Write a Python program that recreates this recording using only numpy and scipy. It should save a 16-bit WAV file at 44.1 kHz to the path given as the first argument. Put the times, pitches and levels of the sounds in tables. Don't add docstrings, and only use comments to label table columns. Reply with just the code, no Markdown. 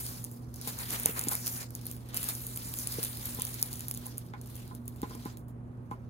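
import sys
import numpy as np
from scipy import signal
from scipy.fft import rfft, irfft, next_fast_len
from scipy.io import wavfile

SR = 44100
rng = np.random.default_rng(int(sys.argv[2]) if len(sys.argv) > 2 else 0)


def put_to_file(sound):
    columns = np.atleast_2d(sound).T
    safe = np.clip(columns, -1, 1)
    whole_steps = np.round(safe * 32767)
    wavfile.write(sys.argv[1], SR, whole_steps.astype(np.int16))


N = 268613
TIME_S = np.arange(N) / SR
FFT_SIZE = next_fast_len(N)
BINS_HZ = np.arange(FFT_SIZE // 2 + 1) * SR / FFT_SIZE + 1
PORT_LAG_S = 0.0003


def from_db(db):
    return 10 ** (np.asarray(db) / 20)


def unit_rms(x):
    return x / np.sqrt(np.mean(x ** 2) + 1e-20)


def on_bins(points, column=1):
    points = np.array(points)
    return np.interp(np.log(BINS_HZ), np.log(points[:, 0]), points[:, column])


def filtered(x, response):
    return irfft(rfft(x, FFT_SIZE) * response, FFT_SIZE)[..., :N]


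def colour(x, spectrum):
    return filtered(x, unit_rms(from_db(on_bins(spectrum))))


def delayed(x, lag_s):
    return filtered(x, np.exp(-2j * np.pi * BINS_HZ * lag_s))


def drift(corner_hz):
    pole = np.exp(-40 * np.pi * corner_hz / SR)
    slow = signal.lfilter([1], [1, -2 * pole, pole * pole], rng.standard_normal(N // 20 + 4002))[4000:]
    return np.interp(np.arange(N) / 20, np.arange(len(slow)), unit_rms(slow))


def impulses(times_s, sizes):
    train = np.full(N, 1e-18)
    np.add.at(train, (np.asarray(times_s) * SR).astype(int), sizes)
    return train


def ring(x, hz, t60_s):
    r, w = from_db(-60 / (t60_s * SR)), 2 * np.pi * hz / SR
    return signal.lfilter([0, np.sin(w)], [1, -2 * r * np.cos(w), r * r], x)


def swells(times_s, levels_db, rise_s, fall_s):
    rise, fall = from_db(-120 / (np.array([rise_s, fall_s]) * SR))
    train = impulses(times_s, from_db(2 * levels_db))
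    before = signal.lfilter([0, rise], [1, -rise], train[::-1])[::-1]
    return before + signal.lfilter([1], [1, -fall], train)


def friction(level_db, spectrum, slips_per_s, spread_db, grain_db, alike,
             patchy_db=2.2, boost_db=lambda hz: 0, bands=10):
    slipping = rng.random(N) < slips_per_s * from_db(5 * drift(15)) / SR
    sizes = from_db(spread_db * np.minimum(rng.exponential(1, N), 3))
    slips = unit_rms(slipping * sizes * rng.choice([-1, 1], N))
    slip_band = rng.uniform(0, bands - 1, N)
    common = np.sqrt(alike) * rng.standard_normal(N)
    separate = np.sqrt(1 - alike) * rng.standard_normal((2, N))
    log_centres = np.linspace(np.log(spectrum[0][0]), np.log(spectrum[-1][0]), bands)
    port_delays = np.exp(-2j * np.pi * BINS_HZ * [[0], [PORT_LAG_S]])
    shape = unit_rms(from_db(on_bins(spectrum))) / np.sqrt(1 + from_db(2 * grain_db))
    out = 0
    for k, triangle in enumerate(np.eye(bands)):
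        band = shape * np.interp(np.log(BINS_HZ), log_centres, triangle)
        grain = from_db(grain_db) * np.sqrt(2) * (abs(slip_band - k) < bands / 3) * slips
        rubbing = filtered(separate, band) + filtered(common + grain, band * port_delays)
        out += from_db(patchy_db * drift(13.5) + boost_db(np.exp(log_centres[k]))) * rubbing
    return from_db(level_db) * out


# t/s, film level/dB, palm level/dB
HAND_STROKE = [(0.0, -34, -49.5), (0.15, -44.5, -50), (0.3, -55, -64), (0.52, -69, -69), (0.6, -65, -52.5),
               (0.9, -39, -48.5), (1.42, -41, -49), (1.52, -42, -50.5), (1.618, -41, -42.5),
               (1.69, -85, -64), (1.9, -46.5, -55.5), (2.04, -65, -64.5), (2.13, -90, -51.5),
               (2.15, -35.5, -44), (2.45, -42.5, -54), (3.05, -38, -44.5), (3.15, -44, -51),
               (3.449, -42.5, -47), (3.95, -50, -56), (4.1, -60, -55), (4.35, -91, -69.5), (4.6, -58, -55),
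               (4.85, -67, -75.5), (5.1, -60, -56), (5.3, -71, -54), (5.45, -87, -87.5), (6.09, -94.5, -74)]
# t/s, film level/dB, palm level/dB, canvas level/dB
HAND_JERKS = [(0.679, -34, -40, -54), (0.804, -36, -46.5, -43.5), (0.935, -31, -34.5, -39.5),
              (1.065, -36, -39.5, -42.5), (1.179, -47, -42, -40.5), (1.318, -28.5, -49, -42),
              (1.472, -51, -43, -50), (2.17, -53, -65, -63), (2.294, -33.5, -41.5, -45.5),
              (3.05, -42, -50, -70), (3.272, -38, -43.5, -77)]

def hand_motion():
    stroke_s, *stroke_db = np.transpose(HAND_STROKE)
    film_db, palm_db = (np.interp(TIME_S, stroke_s, db) for db in stroke_db)
    canvas_db = palm_db - 8
    steady = from_db(2 * np.array([film_db, palm_db, canvas_db]))
    jerk_s, *jerk_db = np.transpose(HAND_JERKS)
    jerks = [swells(jerk_s, db, rise_s=0.14, fall_s=0.28) for db in jerk_db]
    snap_s, snap_db = np.transpose(FILM_SNAPS)
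    settle_db = -30 + 0.5 * (snap_db + 30)
    bright, dull = (swells(snap_s, settle_db + db, rise_s=0.0081, fall_s=0.16) for db in (-20, -31))
    tap_s, tap_db, nail_db, _ = np.transpose(FINGER_TAPS)
    shift = swells(tap_s, tap_db + nail_db - 20, rise_s=0.0061, fall_s=0.3)
    return 10 * np.log10(steady + jerks + [bright, dull, shift])


# f/Hz, relative density/dB
FILM_SPECTRUM = [(3000, -24), (5500, -16), (8000, 0), (9800, -1), (16000, 2)]

def film_rustle(level_db):
    return friction(level_db, FILM_SPECTRUM, slips_per_s=2100, spread_db=0, grain_db=2, alike=0.7,
                    patchy_db=2)


# t/s, relative level/dB
FILM_SNAPS = [(0.0644, -24), (0.2412, -27), (0.247, -24), (0.314, -38), (0.5413, -30), (0.5592, -33),
              (0.613, -26), (0.6744, -22), (0.7883, -22), (0.9056, -20), (0.9371, -21), (0.9982, -20),
              (1.0328, -21), (1.0581, -7), (1.1925, -15), (1.2122, -20), (1.2383, -20), (1.2848, -12),
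              (1.2906, -18), (1.3225, -21), (1.3321, -19), (1.3521, -16), (1.4616, -21), (1.4684, -19),
              (1.4777, -18), (1.7055, -37), (1.751, -23), (1.8132, -38), (1.8551, -31), (1.8665, -24),
              (1.9132, -26), (1.9242, -33), (1.965, -34), (2.0879, -39), (2.1437, -22), (2.1666, -21),
              (2.1715, -16), (2.2298, -21), (2.2412, -21), (2.2873, -18), (2.3511, -23), (2.4669, -24),
              (2.5605, -24), (2.5735, -20), (2.7387, -24), (2.7875, -21), (2.8721, -16), (2.9204, -23),
              (3.0292, -18), (3.0352, -20), (3.0383, -19), (3.0482, -18), (3.1714, -25), (3.2557, -22),
              (3.3476, -25), (3.3972, -24), (3.4193, -14), (3.4505, -19), (3.468, -25), (3.5419, -24),
              (3.599, -28), (3.6151, -26), (3.6265, -9), (3.7293, -22), (3.737, -28), (3.7564, -29),
              (3.7939, -27), (3.8064, -25), (3.8829, -20), (3.9113, -16), (3.9399, -28), (3.9474, -27),
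              (3.9743, -25), (4.0573, -30), (4.0607, -32), (4.0658, -26), (4.1742, -37), (4.1804, -23),
              (4.2635, -45), (4.4136, -35), (4.4595, -39), (4.4724, -40), (4.5546, -30), (4.5644, -33),
              (4.6776, -43), (4.7499, -34), (4.8558, -46), (4.8789, -26), (4.9609, -43), (5.0171, -30),
              (5.0953, -39), (5.1508, -33), (5.2527, -31), (5.3713, -34), (5.4827, -49), (5.9103, -48)]
# f/Hz, relative density/dB
SNAP_BRIGHT_SPECTRUM = [(2500, -16), (5000, -6), (10000, 0), (16500, -4)]
# f/Hz, relative density/dB
SNAP_DULL_SPECTRUM = [(1900, -5.5), (3000, -9), (9000, -9)]

def film_snaps(rise_s=0.0004, t60_s=0.0036, dull_spread_db=4):
    bright, dull = np.zeros((2, N))
    t = np.arange(int(0.012 * SR)) / SR
    burst = np.minimum(t / rise_s, 1) ** 2 * from_db(-60 * np.maximum(t - rise_s, 0) / t60_s)
    for start_s, level_db in FILM_SNAPS:
        noise = rng.standard_normal((2, len(t)))
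        span = int(start_s * SR) + np.arange(len(t))
        crisp = np.diff(burst * np.sign(noise[0]), prepend=0)
        bright[span] += from_db(level_db + 4) * crisp / abs(crisp).max()
        dull_db = level_db - 15 + dull_spread_db * noise[1, 0]
        dull[span] += from_db(dull_db) * burst * np.sign(noise[1])
    return colour(bright, SNAP_BRIGHT_SPECTRUM) + colour(dull, SNAP_DULL_SPECTRUM)


# f/Hz, relative density/dB
PALM_SPECTRUM = [(1500, -8.5), (3000, -12), (4500, -9), (6500, -8.5), (9000, -7)]
# t/s, pitch/octaves above 1 kHz
PALM_RASP = [(0.6, 2.3), (0.93, 1.8), (1.18, 1.0), (1.37, 2.5), (1.62, 2.45), (2.15, 1.7), (2.8, 2.4),
             (3.05, 1.9)]

def palm_rub(level_db, rasp_db=7, rasp_width_oct=0.6):
    centre_oct = np.interp(TIME_S, *np.transpose(PALM_RASP))

    def rasp(hz):
        return rasp_db * np.exp(-((np.log2(hz / 1000) - centre_oct) / rasp_width_oct) ** 2)

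    return friction(level_db, PALM_SPECTRUM, slips_per_s=880, spread_db=1.5, grain_db=-5, alike=0.067,
                    boost_db=rasp)


# f/Hz, relative density/dB
CANVAS_SPECTRUM = [(250, -5.5), (600, -8), (1200, -5), (2200, -5.5), (4000, -23.5)]

def canvas_slide(level_db):
    return friction(level_db, CANVAS_SPECTRUM, slips_per_s=520, spread_db=-1.5, grain_db=-7, alike=0.094)


# t/s, relative level/dB, nail hardness/dB, f/Hz favoured by the spot struck
FINGER_TAPS = [(0.671, -34, -13, 980), (1.056, -29.5, -9, 229), (1.089, -29.5, -41, 1010),
               (1.269, -35.5, -2.5, 239), (1.312, -39.5, 2, 1260), (2.983, -30.5, -14, 513),
               (3.385, -35, -10.5, 960), (4.06, -49, -1.5, 1000), (4.335, -41, 3.5, 1950),
               (4.709, -53, 4, 1110), (5.029, -30.5, 0, 307), (5.106, -43.5, -4, 1200),
               (5.149, -41.5, -5, 196), (5.255, -33.5, -3.5, 243), (5.911, -35.5, -3, 930)]
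# f/Hz, level/dB, t60/s
TABLE_MODES = [(143, 3.5, 0.047), (281, 3.5, 0.025), (466, -0.5, 0.025), (800, -3, 0.035),
               (1030, -3, 0.045), (1430, -5, 0.02), (2157, -9, 0.015), (3540, -8, 0.005), (7150, -5, 0.001)]

def finger_taps(nail_above_hz=600, spot_db=8.5, spot_width_oct=0.58, lag_s=0.001575):
    tap_s, tap_db, nail_db, spot_hz = np.transpose(FINGER_TAPS)
    scatter_db = rng.normal(0, 2, (len(tap_s), len(TABLE_MODES)))
    out = np.zeros(N)
    for k, (hz, mode_db, t60_s) in enumerate(TABLE_MODES):
        blow_db = tap_db + (nail_db - 1.5 if hz > nail_above_hz else -3)
        favour_db = spot_db * np.exp(-(np.log2(hz / spot_hz) / spot_width_oct) ** 2)
        blows = impulses(tap_s + lag_s, from_db(blow_db + mode_db + favour_db + scatter_db[:, k]))
        out += (-1) ** k * ring(blows, hz, t60_s)
    low_cut = signal.butter(2, 110, "high", fs=SR, output="sos")
    return signal.sosfilt(low_cut, out)


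# f/Hz, relative gain/dB
TAP_ECHO_SPECTRUM = [(150, -34), (500, -0.5), (1500, 5), (16000, -1.5)]

def room_echo(snaps, taps, t60_s=0.12, first_echo_s=0.002):
    send = from_db(-20) * snaps + from_db(-3) * colour(taps, TAP_ECHO_SPECTRUM)
    t = np.arange(int(0.5 * SR)) / SR
    tail = rng.standard_normal((2, len(t))) * from_db(-60 * t / t60_s) * (t > first_echo_s)
    tail /= np.linalg.norm(tail, axis=1, keepdims=True)
    return signal.fftconvolve(send[None], tail, axes=1)[:, :N]


# f/Hz, relative density/dB, left-right coherence/0..1
AIR_SPECTRUM = [(20.2, -32, 0.49), (34.8, -7, 1), (58, 5.5, 1), (95, 4.5, 0.76), (150, 2, 0.88),
                (273, -1.5, 0.8), (628, -12.5, 0.23), (1164, -18, 0.37), (2500, -35.5, 0.12),
                (4900, -53.5, 0.075), (9980, -43.5, 0.36), (16000, -66.5, 0.5)]

def room_air():
    mid, side = rng.standard_normal((2, N))
    alike = on_bins(AIR_SPECTRUM, column=2)
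    mid = filtered(mid, np.sqrt((1 + alike) / 2))
    side = filtered(side, np.sqrt((1 - alike) / 2))
    pair = np.array([mid + side, delayed(mid - side, PORT_LAG_S)])
    return from_db(-48.5) * colour(pair, AIR_SPECTRUM)


# level/dB, waver/dB
HUM_HARMONICS = [(-46.5, 0.9), (-54, 2.2)]

def motor_hum(hz=120, wander_rad=0.23):
    phase = 2 * np.pi * hz * TIME_S + wander_rad * drift(4.5)
    return sum(np.sqrt(2) * from_db(level_db + waver_db * drift(6.6)) * np.sin(k * phase)
               for k, (level_db, waver_db) in enumerate(HUM_HARMONICS, start=1))


def scene():
    film_db, palm_db, canvas_db = hand_motion()
    judder = drift(72)
    film = film_rustle(film_db + 0.28 * judder)
    palm = palm_rub(palm_db + 2.28 * judder)
    canvas = canvas_slide(canvas_db)
    snaps, taps = film_snaps(), finger_taps()
    direct = np.array([snaps + taps, delayed(snaps + taps, PORT_LAG_S)])
    echo = room_echo(snaps, taps)
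    background = (room_air() + motor_hum()) * from_db([[-1.1], [0.9]])
    return film + palm + canvas + direct + echo + background


def record(dry, split_hz=7600, roll_off_hz=16100, cutoff_hz=17150):
    treble = 1 / (1 + (split_hz / BINS_HZ) ** 30)
    left = filtered(dry[0], 1 - treble) + filtered(delayed(dry[0], 2 * PORT_LAG_S), treble)
    out = signal.sosfilt(signal.cheby2(8, 22, roll_off_hz, fs=SR, output="sos"), [left, dry[1]])
    return signal.sosfilt(signal.cheby2(12, 70, cutoff_hz, fs=SR, output="sos"), out)


dry = scene()
out = record(dry)
put_to_file(out)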